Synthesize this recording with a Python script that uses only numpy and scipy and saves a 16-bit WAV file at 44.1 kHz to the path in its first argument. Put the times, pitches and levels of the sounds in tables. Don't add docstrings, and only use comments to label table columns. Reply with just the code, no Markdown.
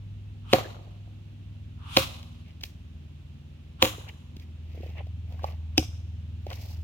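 import sys
import numpy as np
from scipy import signal
from scipy.fft import rfft, irfft, next_fast_len
from scipy.io import wavfile
from scipy.ndimage import uniform_filter1d

SR = 44100
rng = np.random.default_rng(int(sys.argv[2]) if len(sys.argv) > 2 else 0)


def log_audio(samples):
    frames = np.atleast_2d(samples).T
    limited = np.clip(frames, -1, 1)
    pcm = np.round(limited * 32767).astype(np.int16)
    wavfile.write(sys.argv[1], SR, pcm)


N = 301203
T = np.arange(N) / SR
SIZE = 32768
AGE = np.arange(SIZE) / SR
BINS = np.maximum(np.fft.rfftfreq(SIZE, 1 / SR), 1)


def undb(db):
    return 10 ** (np.asarray(db) / 20)


def unit(x):
    return x / np.sqrt(np.mean(x ** 2))


def along(points, hz, axis=1):
    columns = np.transpose(points)
    return np.interp(np.log(hz), np.log(columns[0]), columns[axis])


def band(x, lo_hz, hi_hz, order=2):
    return signal.sosfilt(signal.butter(order, [lo_hz, hi_hz], "band", fs=SR, output="sos"), x)


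def noise(points, channels=2):
    size = next_fast_len(N)
    hz = np.maximum(np.fft.rfftfreq(size, 1 / SR), 1)
    white = rfft(rng.standard_normal((channels, size)))
    return unit(irfft(white * undb(along(points, hz)), size)[:, :N])


def walk(rate_hz):
    k = int(SR / rate_hz)
    steps = np.repeat(rng.standard_normal(N // k + 1), k)
    return unit(uniform_filter1d(uniform_filter1d(steps, k), k)[:N])


def fade(t60_s):
    return np.exp(-np.minimum(np.log(1000) * AGE / t60_s, 50))


def ring(hz, t60_s):
    return np.sin(2 * np.pi * hz * AGE) * fade(t60_s)


def swell(s, half_s):
    return np.exp(-np.minimum(((T - s) / half_s) ** 2, 50))


def add(out, s, x):
    i = int(s * SR)
    out[:, i:i + SIZE] += x[:, :N - i]


# Hz, radians by which the left leads, left minus right in dB.
PORT_RESPONSE = [(20, 0, 1), (200, -0.2, 1), (450, 0.85, -2), (700, 0.14, -2.5), (777, 1.5, -9),
                 (1010, 2, 1.5), (1450, 3, 9.5), (1840, 8, 1.5), (2400, 6.9, -1.5), (3200, 8.5, -4),
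                 (4740, 9, 3), (5370, 10, 4), (7600, 10, 11), (11570, 11, 0), (16000, 11.5, 2)]


def ports(x, pan_db=0):
    hz, lead_rad, _ = np.transpose(PORT_RESPONSE)
    turn = np.exp(-1j * np.interp(BINS, hz, lead_rad))
    left = undb((along(PORT_RESPONSE, BINS, axis=2) + pan_db) / 2)
    keep = AGE < AGE[-SIZE // 8]
    return irfft(rfft(x) * np.array([left, turn / left])) * keep


# Hz, level in dB, t60 of the main decay in s.
SCATTER_BANDS = [(100, -15, 0.46), (400, -16, 0.49), (775, -16, 0.76), (1600, -4, 0.28), (3100, -8.5, 0.4),
                 (4800, -11.5, 0.38), (8160, 1.5, 0.34), (16300, 0, 0.19)]


def meadow(late_db=-21, late_stretch=3.2, build_s=0.0037, clump_db=1.5, clump_rate_hz=110):
    clumps = unit(undb(clump_db * walk(clump_rate_hz)[:SIZE]))
    white = rfft(rng.standard_normal((2, SIZE)) * clumps)
    build = 1 - np.exp(-AGE / build_s)
    log_hz = np.log([row[0] for row in SCATTER_BANDS])
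    out = 0
    for (_, db, t60_s), peak in zip(SCATTER_BANDS, np.eye(len(SCATTER_BANDS))):
        share = np.interp(np.log(BINS), log_hz, peak)
        shape = (fade(t60_s) + undb(late_db) * fade(t60_s * late_stretch)) * build
        out = out + undb(db) * irfft(white * share) * shape / np.sqrt(np.sum(shape ** 2))
    return out


def echo(x, response):
    return signal.fftconvolve(x[None], response, axes=1)[:, :SIZE]


def crack(points, length_s):
    gate = np.exp(-np.minimum(AGE[:1024] / length_s, 10) ** 4)
    burst = rng.standard_normal(1024) * gate
    for _ in range(6):
        burst = irfft(np.exp(1j * np.angle(rfft(burst)))) * gate
    cepstrum = irfft(np.log(undb(along(points, BINS))))
    causal = np.exp(rfft(2 * cepstrum[:SIZE // 2] * (AGE[:SIZE // 2] > 0), SIZE))
    x = irfft(rfft(burst, SIZE) * causal)
    return x / np.sqrt(np.sum(x ** 2) / (.005 * SR))


def tear(colour, length_s, t60_s=.11, snaps_per_s=300):
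    snaps = rng.standard_normal(SIZE) * (rng.random(SIZE) < snaps_per_s / SR) * fade(t60_s)
    return signal.fftconvolve(crack(colour, length_s / 4), snaps / np.linalg.norm(snaps))[:SIZE]


# Hz, level in dB before the blow's own ring dB, t60 in s before its stretch.
WOOD_MODES = [(214.6, -8, 0.055), (245, -8.5, 0.12), (311.9, -3.5, 0.15), (381, -9, 0.09),
              (500, -11.5, 0.1), (532.4, 2, 0.12), (558, -10.5, 0.097), (752, -1, 0.091), (900, -14, .1),
              (980, -1, 0.033), (1157, -9, 0.059), (1270, -8, 0.023)]
RING_REGIONS_HZ = [310, 535, 735, 1100]


def wood_ring(ring_dbs, stretch, rough=.35):
    out = 0
    for k, (hz, mode_db, t60_s) in enumerate(WOOD_MODES):
        db = mode_db + np.interp(hz, RING_REGIONS_HZ, ring_dbs)
        out = out + undb(db) * (-1) ** k * ring(hz, t60_s * stretch)
    return out * (1 + rough * unit(band(rng.standard_normal(SIZE), 20, 230)))


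# Hz, level in dB before the blow's head dB, t60 in s.
HEAD_MODES = [(2578, -4, .035), (2700, 1, 0.027), (3010, 0, .05), (5180, 1, 0.03), (5440, -1.5, 0.037),
              (6370, -14.5, .04)]


def head_ring(head_db):
    return undb(head_db) * sum(undb(db) * ring(hz, t60_s) for hz, db, t60_s in HEAD_MODES)


# Hz, level in dB before the blow's thud dB and tilt, t60 in s.
GROUND_MODES = [(47.1, -15.5, 0.14), (73.6, -8, 0.33), (111, -4.5, 0.39), (145, -6.5, .2)]


def ground_thud(thud_db, tilt_db_per_octave):
    out = 0
    for k, (hz, mode_db, t60_s) in enumerate(GROUND_MODES):
        db = thud_db + mode_db + tilt_db_per_octave * np.log2(hz / 100)
        out = out + undb(db) * (-1) ** k * ring(hz, t60_s)
    return out


def chips(count=34, chip_hz=900, first_s=.05, flight_s=.3, fall_db=-20, chip_t60_s=.02):
    out, age = np.zeros(SIZE), AGE[:4096]
    decay = np.exp(-np.log(1000) * age / chip_t60_s)
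    for when, pitch, size in rng.random((count, 3)):
        i = int((first_s + flight_s * when) * SR)
        hz = chip_hz * 2 ** (2 * pitch - 1)
        out[i:i + len(age)] += undb(fall_db * when - 6.1 * size) * np.sin(2 * np.pi * hz * age) * decay
    return out


# start in seconds, swing length in s, swing dB, first touch dB, crack dB, crack length in s,
# tearing dB relative to the crack, ring dB at each of the four RING_REGIONS_HZ, ring t60 factor,
# head ring dB, thud dB, thud tilt in dB per octave, flying chips dB, echo dB, left minus right in dB.
BLOWS = [(0.5332, 0.097, -40.5, -20, -8, 0.0024, -15, -18.5, -13.5, -14, -19, 0.89, -30.5, -25.5, 0.5, -30, 0.5, .7),
         (1.9702, .19, -36.5, -18, -10, .0035, -22, -23, -15.5, -28.5, -32, 0.87, -26, -26.5, -1, -40, 2.5, -1.4),
         (3.8248, 0.038, -35, -24, -9.5, .0042, -11, -19.5, -19, -25.5, -15, 1.25, -25.5, -26.5, -1, -35, -2.5, .4),
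         (5.7784, 0.041, -51, -38, -14.5, 0.0054, -11, -10.5, -29, -24.5, -32, 0.6, -20.5, -24, -10.5, -50, -7, 0)]
# Hz, relative dB.
BLOW_COLOURS = [
    [(80, -23.5), (361, -3), (713, -3), (1000, -12.5), (1220, -10), (1480, -20), (3550, -14.5), (4310, -14),
     (4750, -19.5), (5770, -29.5), (7350, -34), (8100, -45.5), (15200, -35), (16000, -52)],
    [(80, -9.5), (361, 6), (460, -27), (559, -3), (909, -4.5), (1050, 1.5), (1280, -2), (1710, -12),
     (2520, -1.5), (4100, 0), (5490, -11.5), (8100, -25.5), (12000, -23), (16000, -22)],
    [(80, -7), (361, -20.5), (507, -1), (679, -24.5), (954, -4.5), (1550, -18), (3060, -6.5), (4100, -8.5),
     (4310, -15.5), (5770, -21.5), (7000, -19.5), (8100, -32), (12000, -27), (16000, -25)],
    [(80, -17), (330, 0), (530, -8), (786, -7.5), (1220, -10.5), (1950, -18), (2400, -1), (3400, -0.5),
     (4400, -7.5), (5200, 2), (7350, -19), (8930, -21), (11000, -29.5), (13200, -18), (16000, -33)],
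]


def chops(response, touch_lead_s=.004, touch_s=.0025, ring_echo_db=-6):
    out = np.zeros((2, N))
    for row, colour in zip(BLOWS, BLOW_COLOURS):
        s, _, _, touch_db, crack_db, length_s, tear_db, *ring_dbs = row[:11]
        stretch, head_db, thud_db, tilt_db, chips_db, echo_db, pan_db = row[11:]
        touch = undb(touch_db) * crack(colour, touch_s)
        bite = undb(crack_db) * crack(colour, length_s)
        tearing = undb(crack_db + tear_db) * tear(colour, length_s)
        wood = wood_ring(ring_dbs, stretch)
        thud = ground_thud(thud_db, tilt_db)
        near = head_ring(head_db) + undb(chips_db) * chips()
        direct = bite + tearing + wood + thud + near
        far = bite + tearing + undb(ring_echo_db) * wood + thud
        add(out, s - touch_lead_s, ports(touch, pan_db))
        add(out, s, ports(direct, pan_db) + undb(echo_db) * echo(far, response))
    return out


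# centre Hz, ratio of band edge to centre,
# level in dB added to the swing dB, further dB lower one swing length before landing.
SWISH_BANDS = [(1100, 1.25, -8, 15), (3000, 1.196, 0.5, 33), (5000, 2.2, -5.5, 50)]


def swings(stop_s=0.0031):
    out = 0
    for hz, ratio, db, rise_db in SWISH_BANDS:
        level = 0
        for s, swing_s, swing_db, *_ in BLOWS:
            to_go = np.clip((s - T) / swing_s, 0, 2)
            gate = np.exp(-to_go ** 10 - np.clip((T - s) / stop_s, 0, 50))
            level = level + undb(swing_db + db - rise_db * to_go) * gate
        out = out + level * unit(band(rng.standard_normal((2, N)), hz / ratio, hz * ratio))
    return out


def tap(hz, t60_s, lower_db=-3.5, upper_db=-6):
    lower, upper = np.array([.66, 1.33]) * np.exp(.07 * rng.standard_normal(2))
    out = ring(hz, t60_s) - undb(lower_db) * ring(hz * lower, t60_s)
    return out - undb(upper_db) * ring(hz * upper, t60_s)


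# Hz, relative dB.
CLICK_COLOUR = [(500, -13), (1500, -16.5), (2300, -6), (3300, -2), (4500, -4.5), (6500, -14.5), (8500, -26),
                (13000, -20.5), (16000, -19)]
# start in seconds, body Hz, body dB, click dB.
KNOCK_EVENTS = [(.584, 740, -20.5, -39), (.657, 526, -32, -59), (1.075, 690, -50, -72),
                (2.228, 877, -60, -48.5), (2.61, 600, -67, -48), (2.635, 585, -46, -30.5),
                (3.981, 417, -33.5, -58.5), (4.089, 600, -53, -48), (4.365, 240, -33.5, -49.5),
                (4.397, 300, -58, -53), (5.068, 620, -44.5, -60.5), (5.322, 695, -45, -56),
                (5.393, 1090, -41.5, -68), (5.433, 456, -36, -50), (5.442, 831, -19, -42.5),
                (5.8, 93, -20, -60.5), (5.826, 735, -36, -47), (6.466, 590, -29, -50.5),
                (6.502, 800, -52, -43), (6.513, 1100, -36.5, -56), (6.529, 610, -48, -41.5)]


def knocks(response, body_t60_s=0.027, click_s=0.0069, echo_db=-7):
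    out = np.zeros((2, N))
    for s, hz, body_db, click_db in KNOCK_EVENTS:
        knock = undb(body_db) * tap(hz, body_t60_s) + undb(click_db) * crack(CLICK_COLOUR, click_s)
        add(out, s, ports(knock) + undb(echo_db) * echo(knock, response))
    return out


ROCK_START_S, ROCK_PERIOD_S = 4.746, .0288
ROCK_HZ, ROCK_DB, ROCK_EDGE_DB = 452, -35, -10.5


def rocking(response, count=6, body_t60_s=0.037, scatter=0.14, echo_db=-7):
    run = np.zeros(SIZE)
    for k, chance in enumerate(rng.standard_normal(count)):
        i = int(k * ROCK_PERIOD_S * SR)
        db = ROCK_DB + ROCK_EDGE_DB * (2 * k / (count - 1) - 1) ** 2
        run[i:] += undb(db) * tap(ROCK_HZ * np.exp(scatter * chance), body_t60_s)[:SIZE - i]
    out = np.zeros((2, N))
    add(out, ROCK_START_S, ports(run) + undb(echo_db) * echo(run, response))
    return out


# Hz, relative dB per Hz.
STALK_SPECTRUM = [(1000, -23), (3800, 5.5), (5200, 8), (6800, 0.5), (8500, -7.5), (10500, -8), (13000, 3),
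                  (16000, -0.5)]
# centre in seconds, half length in s,
# scrape dB, rustle dB, hiss dB.
SCUFF_EVENTS = [(2.49, 0.032, -75, -61.5, -85), (2.646, 0.02, -65, -55, -51),
                (4.091, 0.016, -50.5, -48, -61), (4.424, 0.022, -72, -63, -68),
                (4.85, 0.15, -61.5, -59, -67), (4.992, 0.024, -49, -48, -75),
                (5.327, 0.057, -61.5, -66, -70.5), (5.477, 0.061, -49, -52.5, -58.5),
                (6.515, 0.024, -48.5, -50, -72), (6.637, 0.13, -58, -60.5, -51.5)]


def scuffs(grain_db=2.5, patchy_db=2.0, shared=0.77):
    white = rng.standard_normal((2, 2, N)) + shared * rng.standard_normal((2, 1, N))
    scrape = band(white[0], 456, 850)
    rustle = band(white[1], 1885, 3030, order=3)
    hiss = noise(STALK_SPECTRUM)
    out = 0
    for k, layer in enumerate([scrape, rustle, hiss]):
        grains = unit(layer * undb(grain_db * walk(260) + patchy_db * walk(45)))
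        out = out + grains * sum(undb(dbs[k]) * swell(s, half_s) for s, half_s, *dbs in SCUFF_EVENTS)
    return out


def twigs(snaps_per_s=70, snap_db=-1, spread_db=4, snap_s=0.0014):
    effort = sum(undb(rustle_db) * swell(s, half_s) for s, half_s, _, rustle_db, _ in SCUFF_EVENTS)
    strength = undb(snap_db - spread_db * rng.exponential(size=N))
    snaps = (rng.random(N) < snaps_per_s / SR) * strength * effort
    return signal.fftconvolve(snaps[None], ports(crack(CLICK_COLOUR, snap_s)), axes=1)[:, :N]


# time in seconds, fourth order dB, fifth order dB, before trim.
DRONE_LEVELS = [(0.0, -59, -43), (1.35, -57, -49), (1.63, -47.5, -45.5), (3.82, -49.5, -63),
                (3.96, -51, -46), (4.2, -49.5, -56.5), (4.7, -40.5, -52), (5.14, -40, -42.5),
                (5.48, -38.5, -47.5), (5.99, -39, -44), (6.66, -42.5, -43), (6.83, -34.5, -45.5)]
# multiple of the turning rate, mean dB.
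HUM_LINES = [(2, -68), (2.66, -59), (3, -54), (6, -59.5), (7, -55), (8, -60.5), (9, -65), (11.75, -61.5)]
# Hz, relative dB per Hz.
RUMBLE_SPECTRUM = [(20, -30.5), (32, -14.5), (45, -2), (70, 2), (130, -3), (220, -8), (330, -13),
                   (500, -30.5), (1000, -52)]


def engine(turns_per_s=20.1, trim_db=2, waver_db=1.0, hum_waver_db=2.0, rumble_db=-52, lag_samples=21):
    turns = np.cumsum(turns_per_s * (1 + 0.0045 * walk(4))) / SR
    s, fourth_db, fifth_db = np.transpose(DRONE_LEVELS)
    orders = [(k, trim_db + np.interp(T, s, db) + waver_db * walk(3.1))
              for k, db in [(4, fourth_db), (5, fifth_db)]]
    orders += [(k, db + hum_waver_db * walk(3.3)) for k, db in HUM_LINES]
    tone = 0
    for k, rms_db in orders:
        tone = tone + undb(rms_db) * np.sqrt(2) * np.cos(2 * np.pi * (k * turns + rng.random()))
    drone = tone + undb(rumble_db) * noise(RUMBLE_SPECTRUM, channels=1)[0]
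    right = np.pad(drone, (lag_samples, 0), "edge")[:N]
    return np.array([drone, right])


# Hz, relative dB per Hz.
LEAF_SPECTRUM = [(250, -11.5), (400, -4.5), (550, -2), (900, -7), (1500, -10), (2100, -10), (2700, -4),
                 (3700, -8.5), (4700, -16.5), (7000, -20.5), (8500, -28), (16000, -32)]


def leaves(level_db=-63.5, gust_db=.4, left_db=-1.0):
    sides_db = np.array([[left_db], [-left_db]])
    return noise(LEAF_SPECTRUM) * undb(level_db + gust_db * walk(0.68) + sides_db)


def scene():
    response = meadow()
    wood = chops(response) + swings() + knocks(response) + rocking(response)
    return wood + scuffs() + twigs() + engine() + leaves()


def record(dry, low_cut_hz=28, top_hz=16300):
    thinned = signal.sosfilt(signal.butter(2, low_cut_hz, "high", fs=SR, output="sos"), dry)
    clipped = np.clip(thinned, -1, 1)
    return signal.sosfilt(signal.ellip(10, .2, 70, top_hz, fs=SR, output="sos"), clipped)


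dry = scene()
out = record(dry)
log_audio(out)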